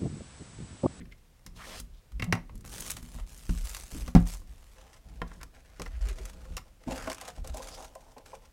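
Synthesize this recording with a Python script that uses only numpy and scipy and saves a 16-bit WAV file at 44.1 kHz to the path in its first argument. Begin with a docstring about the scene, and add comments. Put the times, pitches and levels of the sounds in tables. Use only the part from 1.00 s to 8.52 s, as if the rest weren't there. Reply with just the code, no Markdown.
"""A cloth-covered table in a small room, where a shrink-wrapped cardboard box is opened by a mono mic.
A cutter rasps through the film, fingers knock on the box and peel the film off in crackles and snaps,
and the box drops flat with a boom. The lid flips open and rings, the box is turned over and lifted,
and its foil packs slide out, scraping and bumping the hollow carton. Film and foil sound through
countless tiny slips and buckles; underneath, the table thumps and rumbles with the moving hands."""
import sys
import numpy as np
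from scipy import signal
from scipy.fft import rfft, irfft, next_fast_len
from scipy.io import wavfile
from scipy.ndimage import uniform_filter1d

SR = 44100
rng = np.random.default_rng(int(sys.argv[2]) if len(sys.argv) > 2 else 0)


def bounce(signal):
    """Save signal as a 16-bit WAV file at the path given by the first command-line argument."""
    frames = np.transpose(np.atleast_2d(signal))
    limited = np.clip(frames, -1, 1)
    pcm = np.round(limited * 32767).astype(np.int16)
    wavfile.write(sys.argv[1], SR, pcm)


N = 331713
ROOM_TONE_DB, ROOM_SEND_DB, ROOM_T60_S = -56, -14.5, 0.22
ARM_ATTACK_S, ARM_RELEASE_T60_S = 0.011, 0.35
PULL_ATTACK_S, PULL_RELEASE_T60_S = 0.014, 0.16
SLIDE_ATTACK_S, SLIDE_RELEASE_T60_S = 0.012, 0.18
LOW_CUT_HZ, HIGH_CUT_HZ = 26, 16100

# EQ curves that give each layer its colour: frequency_hz, gain_db
ROOM_TONE_EQ = [(15, -18.5), (25, 8), (47, -5.5), (102, -13), (373, -27), (503, -25.5), (591, -27.5),
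                (863, -31), (3720, -37), (5000, -38), (9840, -41), (15800, -45)]
RUMBLE_EQ = [(25, -5.5), (45, -2.5), (80, -10), (110, -9), (140, -11.5), (175, -8), (240, -17),
             (330, -20.5)]
KNOCK_EQ = [(300, -2), (700, 0), (2500, 0), (3200, -5), (4500, -4), (9000, -9), (16000, -18)]
SLIT_EQ = [(400, 3.5), (800, 3.5), (1250, 6.5), (2000, 2.5), (3000, -0.5), (6000, -8.5), (10000, -13),
           (16000, -24)]
FILM_EQ = [(400, 4.5), (1500, 1), (3500, -1), (6000, 1.5), (8000, 2), (11000, -1.5), (16000, -11)]
FOIL_EQ = [(1200, 2), (2000, -0.5), (4000, -5), (6000, -2.5), (8500, -6), (11000, -11), (16000, -21.5)]
REVERB_EQ = [(100, -14), (300, 1.5), (2500, -3.5), (8000, -6), (16000, -3.5)]
SETTLE_EQ = [(200, -2.5), (450, -12.5), (1200, -2.5), (3000, -16), (16000, -34)]
# Ringing modes of the table, of box and table together, and of the open lid: pitch_hz, gain_db, t60_s
SWAY_MODES = [(40, 4, 0.51), (50, 3.5, 0.32), (68, -3.5, 0.29)]
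BOOM_MODES = [(109, 3, 0.11), (132, -22, 0.37), (171.3, -1, 0.24), (242.2, -3, 0.18), (287, -10, 0.13)]
LANDING_MODES = [(91, -7.5, 0.3), (110, 3, 0.2), (172, 3, 0.19), (200, 8, 0.078), (231, 2, 0.13),
                 (376, -8, 0.049), (456, -19, 0.036), (747, -7, 0.047), (1100, -23, 0.074)]
LID_MODES = [(182, -29, .2), (306, -7, 0.089), (480, -4.5, 0.074), (669, -4, 0.078), (977, -4.5, 0.041),
             (1036, -8, 0.085), (1400, -3.5, 0.051), (1670, 1, 0.023), (1830, 1.5, 0.028),
             (3150, -10, 0.036)]
# Resonances of the box, packed and hollow: centre_hz, width_hz, gain_db
FULL_BOX = [(515, 70, -3), (755, 55, 3), (1080, 100, 0), (1360, 100, 1), (2040, 260, 1), (2400, 280, 2),
            (2750, 200, -2), (3570, 120, -4), (5400, 500, -6)]
HOLLOW_BOX = [(258, 24, 2.5), (454, 13.5, 0.5), (516, 18.6, 3), (653, 45, 1.5), (760, 44, -2), (840, 57, 0),
              (1036, 40, -3.5)]
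# Texture of the slips and buckles in each thin sheet: per_s, spread_db, grain_t60 (in s), bed (a gain)
FILM_GRAIN = dict(per_s=750, spread_db=5, grain_t60=.004, bed=.55)
FOIL_GRAIN = dict(per_s=1100, spread_db=4.5, grain_t60=.005, bed=.65)

# A hand or arm shifts on the table: start_s, length_s, rumble_db, drone_db
ARM_MOVES = [(0, 0.043, -42, -48.5), (.45, 0.36, -52, -56.5), (.81, 0.12, -48.5, -65),
             (1.11, 0.38, -45.5, -56.5), (1.5, 0.092, -44, -49.5), (1.63, 0.31, -48, -51.5),
             (1.96, 0.27, -48.5, -59), (2.24, 0.67, -47, -62), (2.55, 0.1, -35, -62),
             (2.92, 0.12, -31.5, -47), (3.33, 0.18, -42.5, -60.5), (3.55, 0.6, -55.5, -71.5),
             (4.05, 0.4, -46, -57), (4.5, 0.36, -56, -69.5), (4.8, 0.44, -41, -60.5),
             (5.15, 0.45, -46, -56.5), (5.87, 0.19, -44, -54), (6.15, .7, -55.5, -62),
             (6.38, 0.15, -42.5, -58), (7.28, 0.27, -58, -72)]
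# Soft blows that reach the table: start_s, sway_db, boom_db
THUMPS = [(0.005, -39, -45), (0.461, -38.5, -54), (0.802, -41, -48.5), (1.198, -45, -37.5),
          (1.225, -44, -33.5), (1.327, -44, -26.5), (1.974, -52, -50.5), (2.028, -42, -47.5),
          (2.151, -35, -47.5), (2.493, -18, -30.5), (2.925, -32, -47), (3.077, -54, -42.5),
          (3.1504, -10.5, -42), (4.217, -37, -40), (4.796, -37, -43), (5.506, -30.5, -49.5),
          (5.873, -38, -39), (6.376, -38, -52), (6.475, -51, -52)]
# Dragged skin and cardboard stick and slip: start_s, length_s, pitch_hz, level_db
JUDDERS = [(1.123, 0.073, 50, -31), (1.269, 0.06, 172, -26.5), (2.201, 0.045, 40, -30),
           (4.925, 0.073, 54, -30), (5.002, 0.077, 45.4, -22.5), (5.066, 0.081, 50, -32),
           (5.212, 0.07, 43.4, -34), (5.516, 0.059, 43.3, -30), (6.404, 0.036, 55, -34),
           (6.487, 0.061, 61, -36)]
# Scrapes, and the box ringing on after knocks and bumps: start_s, length_s, centre_hz, width_hz, level_db
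SWELLS = [(.0, 0.029, 2000, 503, -57.5), (.0, 0.052, 260, 70, -52.5), (.11, 0.024, 2200, 700, -58),
          (1.249, 0.094, 560, 300, -54.5), (1.34, .06, 550, 300, -48), (2.178, 0.032, 750, 700, -54),
          (2.935, 0.055, 188, 80, -43),  (0.571, 0.093, 1300, 330, -52), (0.582, 0.1, 1690, 300, -54),
          (0.63, 0.19, 523, 150, -54.5), (0.922, .09, 3600, 1800, -70.5), (4.25, 0.13, 1530, 600, -64.5),
          (4.398, 0.043, 1590, 400, -55.5), (4.93, 0.049, 1830, 900, -63), (4.793, 0.036, 493, 110, -41.5),
          (5.04, 0.11, 376, 60, -53.5), (5.06, .07, 2100, 500, -59), (5.05, 0.087, 207, 80, -55),
          (6.063, 0.074, 258, 60, -44.5), (5.19, 0.029, 400, 60, -50.5), (5.856, .08, 261, 70, -43.5),
          (5.96, 0.14, 1400, 400, -48), (6.207, 0.12, 880, 200, -53), (6.544, 0.062, 570, 250, -51),
          (6.702, 0.077, 4930, 600, -52.5), (6.767, 0.11, 785, 250, -49.5), (6.983, 0.18, 810, 347, -67.5),
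          (7.329, 0.019, 990, 200, -52)]
# Knocks on cardboard: start_s, body_db, bite_db, crack_db
KNOCKS = [(0.054, -68, -61, -70), (0.1217, -83, -51, -64), (0.18, -89, -71, -71), (0.393, -78, -69, -72),
          (0.4634, -57, -50.5, -46.5), (1.1967, -48, -37.5, -49.5), (1.2224, -39.5, -30, -43),
          (1.3247, -26.5, -21.5, -32), (1.3512, -39.5, -39.5, -50), (1.4938, -51, -56, -72),
          (1.644, -55, -57, -72), (2.492, -46, -45, -48.5), (3.0782, -42.5, -59, -48),
          (3.1503, -31.5, -32, -38), (3.3498, -55, -58, -58), (3.417, -61.5, -71, -70),
          (4.2166, -36, -40.5, -53.5), (4.3168, -53, -58, -67), (4.4124, -53, -53, -55.5),
          (4.797, -42.5, -44.5, -47), (4.861, -49, -44, -54.5), (5.451, -57, -69, -72),
          (5.5677, -44, -38, -37), (5.5767, -45.5, -42.5, -45), (6.0739, -37, -41.5, -55),
          (6.1162, -41, -39.5, -42)]
# The box lands on one edge, then falls flat: start_s, gain_db
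LANDING_HITS = [(3.1501, -21), (3.1613, -19.5)]
# The lid flaps open and bumps against its hinge: start_s, gain_db
LID_FLAPS = [(4.2177, -33.5), (4.3163, -50), (4.433, -49), (4.797, -57), (4.861, -47.5)]
# Packs bump the carton, each waking one hollow tone: start_s, knock_db, pitch_hz, ring_db
PACK_BUMPS = [(5.874, -48.5, 258, -29.5), (5.908, -45.5, 537, -32), (5.922, -56, 258, -31),
              (6.074, -47, 645, -31), (6.098, -43.5, 735, -42), (6.213, -53, 760, -42),
              (6.279, -53, 723, -39), (6.376, -57.5, 277, -52.5), (6.546, -60, 633, -37.5),
              (6.594, -57, 529, -37), (6.78, -58, 523, -43.5), (6.954, -52, 546, -40),
              (7.162, -55, 738, -48), (7.331, -45, 543, -38)]
# Packs slide on foil and cardboard: start_s, length_s, rustle_db, sizzle_db, carton_rub_db
PACK_SLIDES = [(3.75, .22, -65, -67, -64.5), (4.03, 0.18, -72, -73, -66.5), (4.25, 0.14, -70, -66.5, -67),
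               (4.53, 0.05, -62.5, -67, -61.5), (4.64, 0.21, -65.5, -70, -71.5),
               (4.81, 0.051, -60, -60, -78), (4.9, 0.097, -63, -66.5, -66), (5.005, 0.11, -54, -56, -56.5),
               (5.15, 0.15, -57, -57.5, -59.5), (5.33, 0.23, -64, -66, -62), (5.645, 0.029, -70, -71, -63),
               (5.8, .07, -67.5, -70.5, -64), (5.868, 0.072, -50.5, -52.5, -43.5),
               (5.945, 0.17, -50, -51, -48.5), (6.14, 0.1, -57.5, -62, -63),
               (6.21, 0.08, -53.5, -54.5, -55), (6.35, 0.023, -56.5, -58.5, -58),
               (6.435, 0.057, -57, -57.5, -52), (6.53, 0.082, -56.5, -54.5, -47.5),
               (6.62, 0.23, -55.5, -53, -52), (6.865, 0.26, -72.5, -69, -62), (7.16, 0.014, -62, -69, -47),
               (7.25, 0.098, -61, -61, -61), (7.41, 0.05, -68.5, -68, -64)]
# Level curve of the cutter running through the film: time_s, rasp_db, hiss_db
SLIT_CURVE = [(0.533, -86, -93), (0.565, -61, -56.5), (0.605, -54, -58), (0.676, -53.5, -51),
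              (0.748, -47, -49.5), (0.804, -61, -47.5), (0.836, -81, -87), (0.868, -84, -78)]
# Pulls and squeezes of the film: start_s, length_s, rustle_db, sizzle_db
FILM_PULLS = [(1.64, 0.081, -58, -54.5), (1.71, 0.21, -51, -46), (1.955, 0.021, -52, -50.5),
              (2.015, 0.15, -63, -59.5), (2.125, 0.084, -58, -60), (2.26, .23, -63, -58),
              (2.485, .15, -58, -53), (2.635, 0.17, -54, -49), (2.805, 0.12, -61, -56),
              (2.9, 0.12, -54, -50.5), (3.045, 0.05, -56.5, -56.5), (3.19, 0.089, -62, -62.5),
              (3.255, 0.091, -55, -48), (3.36, 0.058, -75, -66.5), (3.46, 0.29, -68.5, -68)]
# The sharpest creases of film or foil snap: start_s, middle_db, treble_db
SNAPS = [(0.7998, -51, -41.5), (1.1194, -58, -66), (1.242, -47, -46.5), (1.5547, -62.5, -56),
         (1.577, -72, -61), (1.6083, -64, -58.5), (1.6608, -60, -51), (1.8053, -57, -37),
         (1.8643, -44.5, -43), (1.9, -39, -45), (1.9041, -40.5, -32), (1.915, -46, -36.5),
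         (1.9674, -46, -46.5), (2.0274, -55.5, -53), (2.3764, -73, -52), (2.5846, -53.5, -51),
         (2.6712, -46, -49), (2.694, -50, -42), (2.7474, -39.5, -41), (2.7673, -44.5, -43),
         (3.201, -66, -54), (3.267, -49, -63), (4.431, -46, -47.5), (4.7625, -60, -72), (4.8182, -40, -44),
         (5.086, -53, -53), (5.254, -48.5, -44.5), (5.2975, -51, -54), (5.837, -55.5, -66),
         (5.909, -46, -51.5), (5.964, -63, -50), (6.099, -38, -43), (6.1295, -43.5, -44),
         (6.1464, -52, -46.5), (6.182, -46, -53), (6.2127, -44, -44.5), (6.2794, -43, -47),
         (6.285, -50, -48), (6.445, -52, -55), (6.4739, -51, -45), (6.545, -56, -49), (6.571, -50, -43.5),
         (6.9522, -54, -53), (7.1814, -54, -59)]


def from_db(db):
    return 10 ** (np.asarray(db) / 20)


def rms_one(x):
    return x / np.sqrt(np.mean(x ** 2) + 1e-20)


def attack_one(x, length_s):
    """Scale a hit to rms 1 over its opening."""
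    return x / np.sqrt(np.mean(x[:int(length_s * SR)] ** 2) + 1e-20)


def seconds(length_s):
    return np.arange(int(length_s * SR)) / SR


def fade(t, t60):
    return np.exp(-np.log(1000) * t / t60)


def add(out, start_s, sound):
    """Mix a sound in at its cue."""
    start = max(0, round(start_s * SR))
    out[start:start + len(sound)] += sound[:N - start]


def band(x, low_hz, high_hz=SR):
    sos = signal.butter(3, [low_hz, min(high_hz, .45 * SR)], "band", fs=SR, output="sos")
    return signal.sosfilt(sos, x + 1e-18)


def colour(x, eq):
    """Minimum-phase EQ, so nothing rings ahead of a transient."""
    size = 2 * next_fast_len(len(x) // 2 + 2048)
    hz, db = np.transpose(eq)
    bin_db = np.interp(np.log(np.fft.rfftfreq(size, 1 / SR) + 1), np.log(hz), db)
    cepstrum = irfft(np.log(from_db(bin_db)), size)
    cepstrum[1:size // 2] *= 2
    cepstrum[size // 2 + 1:] = 0
    return irfft(rfft(x, size) * np.exp(rfft(cepstrum)), size)[:len(x)]


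def resonate(x, resonances):
    """A bank of parallel resonators of alternating polarity."""
    out = 0
    for k, (hz, width_hz, db) in enumerate(resonances):
        r = np.exp(-np.pi * width_hz / SR)
        poles = [1, -2 * r * np.cos(2 * np.pi * hz / SR), r * r]
        gain = (-1) ** k * from_db(db) * (1 - r * r) / 2
        out = out + gain * signal.lfilter([1, 0, -1], poles, x + 1e-18)
    return out


def ring(modes, t, scatter_db):
    """Struck modes; every hit shares its force among them a little differently."""
    return sum(from_db(db + scatter_db * rng.standard_normal()) * fade(t, t60)
               * np.sin(2 * np.pi * hz * t) for hz, db, t60 in modes)


def strokes(rows, attack_s, release_t60):
    """Hand movements swell, hold and die away; one envelope for each level column."""
    powers = np.zeros((len(rows[0]) - 2, N))
    for start_s, length_s, *levels_db in rows:
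        t = seconds(length_s + release_t60)
        shape = np.minimum(t / attack_s, 1) * fade(np.maximum(t - length_s, 0), release_t60)
        for power, db in zip(powers, levels_db):
            add(power, start_s, (from_db(db) * shape) ** 2)
    return np.sqrt(powers)


def moving_hands(x, share, per_s):
    """Reflections off the moving hands and box comb the sound with drifting delays."""
    out, n = x, np.arange(N)
    for delay_s in (.00035, .0008, .0017):
        knots = rng.standard_normal(400)
        drift = uniform_filter1d(np.interp(n / SR * per_s, np.arange(len(knots)), knots), size=1500)
        lag = np.round(delay_s * SR * np.exp(0.27 * drift)).astype(int)
        out = out + share * x[np.clip(n - lag, 0, N - 1)]
    return out


def grain_energy(sizes, per_s, t60):
    """Energy envelope of grains that fire at random and die away."""
    hits = sizes * (rng.random(N) < per_s / SR)
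    return signal.lfilter([1], [1, -fade(1 / SR, t60) ** 2], hits ** 2 + 1e-12)


def crackle(per_s, spread_db, grain_t60, bed):
    """Tiny slips and buckles of uneven size, each a short burst, over a smooth bed of friction."""
    sizes = from_db(spread_db * np.minimum(rng.exponential(1, N), 3.5))
    energy = grain_energy(sizes, per_s, grain_t60)
    energy /= uniform_filter1d(energy, size=2200) + 1e-9
    return np.sqrt(energy + bed ** 2) * rng.standard_normal(N)


def stray_creases(per_s, size_db, spread_db, grain_t60):
    """Now and then a small crease gives way and ticks above the rustle."""
    sizes = from_db(size_db + spread_db * rng.uniform(-0.88, 1, N))
    return np.sqrt(grain_energy(sizes, per_s, grain_t60)) * rng.standard_normal(N)


def facets(per_s, spread_db, q):
    """Small facets of a crumpled sheet flip over, each ringing briefly at its own pitch."""
    sizes = from_db(spread_db * np.minimum(rng.exponential(1, N), 3))
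    flips = sizes * (rng.random(N) < per_s / SR)
    pitches_hz = np.geomspace(1200, 13000, num=14)
    choice = rng.integers(0, len(pitches_hz), N)
    out = sum(resonate(flips * (choice == k), [(hz, hz / q, 0)]) for k, hz in enumerate(pitches_hz))
    return out / np.sqrt(np.abs(uniform_filter1d(out ** 2, size=3000)) + 1e-9)


def rustle(folds, creases, grains, eq, low_hz, split_hz):
    """A thin sheet radiates its grains; broad folds sound below the split, sharp creases above."""
    sheet = colour(moving_hands(grains, share=.17, per_s=5), eq)
    return folds * rms_one(band(sheet, low_hz, split_hz)) + creases * rms_one(band(sheet, split_hz))


def room_tone():
    """A quiet, steady bed of bass-heavy noise."""
    return from_db(ROOM_TONE_DB) * rms_one(colour(rng.standard_normal(N), ROOM_TONE_EQ))


def room_reverb(x):
    """Diffuse reflections of a small furnished room, duller than the direct sound."""
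    t = seconds(0.46)
    tail = rng.standard_normal(len(t)) * fade(t, ROOM_T60_S) * (t > .006)
    tail = colour(tail, REVERB_EQ)
    return signal.fftconvolve(x, tail / np.sqrt(np.sum(tail ** 2)))[:N]


def arm_rumble():
    """Shifting hands and arms make the table rumble and the box drone."""
    shuffle = colour(rng.standard_normal(N), RUMBLE_EQ)
    rumble, drone = strokes(ARM_MOVES, ARM_ATTACK_S, ARM_RELEASE_T60_S)
    return rumble * rms_one(band(shuffle, 24.1, 65.3)) + drone * rms_one(band(shuffle, 70.7, 354))


def table_thumps():
    """Soft blows set off the table's deep sway and the boom above it."""
    out, t = np.zeros(N), seconds(.6)
    soft_onset = 1 - fade(t, t60=0.013)
    for start_s, sway_db, boom_db in THUMPS:
        sway = attack_one(ring(SWAY_MODES, t, scatter_db=1), 0.0087)
        boom = attack_one(ring(BOOM_MODES, t, scatter_db=3), 0.049)
        add(out, start_s, (from_db(sway_db) * sway + from_db(boom_db) * boom) * soft_onset)
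    return out


def judders():
    """Stick-slip builds a short low tone that dies when the drag stops."""
    out = np.zeros(N)
    for start_s, length_s, hz, db in JUDDERS:
        t = seconds(length_s)
        add(out, start_s, from_db(db) * signal.windows.tukey(len(t), .6) * np.sin(2 * np.pi * hz * t))
    return out


def resonant_swells():
    """Short resonant swells of noise: scrapes, and the box ringing on after knocks and bumps."""
    out = np.zeros(N)
    grains = crackle(per_s=1400, spread_db=3.5, grain_t60=0.0006, bed=0.84)
    for start_s, length_s, hz, width_hz, db in SWELLS:
        burst = grains[round(start_s * SR):][:int(length_s * SR)]
        swell = rms_one(band(resonate(burst, [(hz, width_hz, 0)]), hz / 2, hz * 2))
        add(out, start_s, from_db(db) * swell * signal.windows.tukey(len(swell), .6))
    return out


def knocks():
    """A hard contact cracks, shakes the contents briefly and rings the panels of the full box."""
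    out, t = np.zeros(N), seconds(.2)
    bands_hz = [(300, 1400), (1400, 3500), (3500, 16500)]  # body, bite, crack
    for start_s, *levels_db in KNOCKS:
        contact = rng.standard_normal(len(t)) * (fade(t, t60=0.019) + from_db(-7) * fade(t, t60=0.068))
        panel = colour(resonate(contact, FULL_BOX) + 0.43 * contact, KNOCK_EQ)
        for db, edges_hz in zip(levels_db, bands_hz):
            add(out, start_s, from_db(db) * attack_one(band(panel, *edges_hz), 0.0068))
    return out


def box_landing():
    """The full box falls on the table and both ring together while the packs inside settle."""
    out, t = np.zeros(N), seconds(.7)
    for start_s, db in LANDING_HITS:
        boom = ring(LANDING_MODES, t, scatter_db=4) * (1 - fade(t, t60=0.004))
        settle = rms_one(colour(rng.standard_normal(len(t)), SETTLE_EQ)) * fade(t, t60=0.13)
        add(out, start_s, from_db(db) * (boom + from_db(-15) * settle))
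    return out


def lid_flaps():
    """The open lid is a free panel and rings briefly at every stop."""
    out, t = np.zeros(N), seconds(.25)
    for start_s, db in LID_FLAPS:
        add(out, start_s, from_db(db) * ring(LID_MODES, t, scatter_db=2.5))
    return out


def carton_rub():
    """Sliding packs rub the cardboard and the hollow box resonates."""
    grains = crackle(per_s=440, spread_db=1, grain_t60=0.004, bed=0.26)
    cavity = moving_hands(resonate(grains, HOLLOW_BOX) + 0.099 * grains, share=0.22, per_s=4.4)
    *_, pressure = strokes(PACK_SLIDES, SLIDE_ATTACK_S, SLIDE_RELEASE_T60_S)
    return pressure * rms_one(band(cavity, 306, 1080))


def carton_bumps():
    """A pack knocks on the carton walls and the air inside answers with a hollow note."""
    out, t = np.zeros(N), seconds(.25)
    for start_s, knock_db, hz, ring_db in PACK_BUMPS:
        contact = rng.standard_normal(len(t)) * fade(t, t60=0.027)
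        walls = attack_one(band(resonate(contact, HOLLOW_BOX), 380, 1450), 0.0047)
        air = ring([(hz, ring_db, .11)], t, scatter_db=1.5) * (1 - fade(t, t60=0.0071))
        add(out, start_s, from_db(knock_db) * walls + air)
    return out


def cutter():
    """The blade slits the film in dense, tiny slips: a fine rasp topped with hiss."""
    blade = crackle(per_s=5200, spread_db=2, grain_t60=0.0033, bed=0.66)
    times_s, *curves_db = np.transpose(SLIT_CURVE)
    t = np.arange(N) / SR
    rasp, hiss = (from_db(np.interp(t, times_s, db, left=-200, right=-200)) for db in curves_db)
    return rustle(rasp, hiss, blade, SLIT_EQ, low_hz=400, split_hz=3700)


def film_peel():
    """Each pull buckles the film into a bright crinkle with stray ticks."""
    crinkle = crackle(**FILM_GRAIN) + .35 * facets(per_s=1200, spread_db=3.5, q=8)
    ticks = stray_creases(per_s=20, size_db=9, spread_db=3, grain_t60=.012)
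    folds, creases = strokes(FILM_PULLS, PULL_ATTACK_S, PULL_RELEASE_T60_S)
    return rustle(folds, creases, crinkle + ticks, FILM_EQ, low_hz=400, split_hz=3170)


def foil_packs():
    """The packs rustle and tick as they slide over each other and the cardboard."""
    ticks = stray_creases(per_s=24, size_db=10, spread_db=6, grain_t60=0.045)
    folds, creases, _ = strokes(PACK_SLIDES, SLIDE_ATTACK_S, SLIDE_RELEASE_T60_S)
    return rustle(folds, creases, crackle(**FOIL_GRAIN) + ticks, FOIL_EQ, low_hz=1120, split_hz=3300)


def crease_snaps():
    """A crease gives way with a sharp click: film at first, duller foil once the packs slide."""
    out, t = np.zeros(N), seconds(.04)
    first_slide_s = PACK_SLIDES[0][0]
    for start_s, middle_db, treble_db in SNAPS:
        eq = FILM_EQ if start_s < first_slide_s else FOIL_EQ
        click = colour(rng.standard_normal(len(t)) * fade(t, t60=0.027), eq)
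        middle = attack_one(band(click, 800, 4470), 0.0045)
        treble = attack_one(band(click, 6340), 0.0056)
        add(out, start_s, from_db(middle_db) * middle + from_db(treble_db) * treble)
    return out


def scene():
    """Wrapping, cardboard and low end, mixed to mono with a touch of reverb over the room tone."""
    wrapping = cutter() + film_peel() + foil_packs() + crease_snaps()
    cardboard = resonant_swells() + knocks() + lid_flaps() + carton_rub() + carton_bumps()
    low_end = table_thumps() + arm_rumble() + judders() + box_landing()
    handling = wrapping + cardboard + low_end
    return (room_tone() + handling + from_db(ROOM_SEND_DB) * room_reverb(handling))[None]


def record(dry):
    """The microphone loses the deepest bass; the top is cut steeply."""
    thinned = signal.sosfilt(signal.butter(2, LOW_CUT_HZ, "high", fs=SR, output="sos"), dry)
    return signal.sosfilt(signal.ellip(10, .1, 80, HIGH_CUT_HZ, fs=SR, output="sos"), thinned)


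dry = scene()
out = record(dry)
bounce(out)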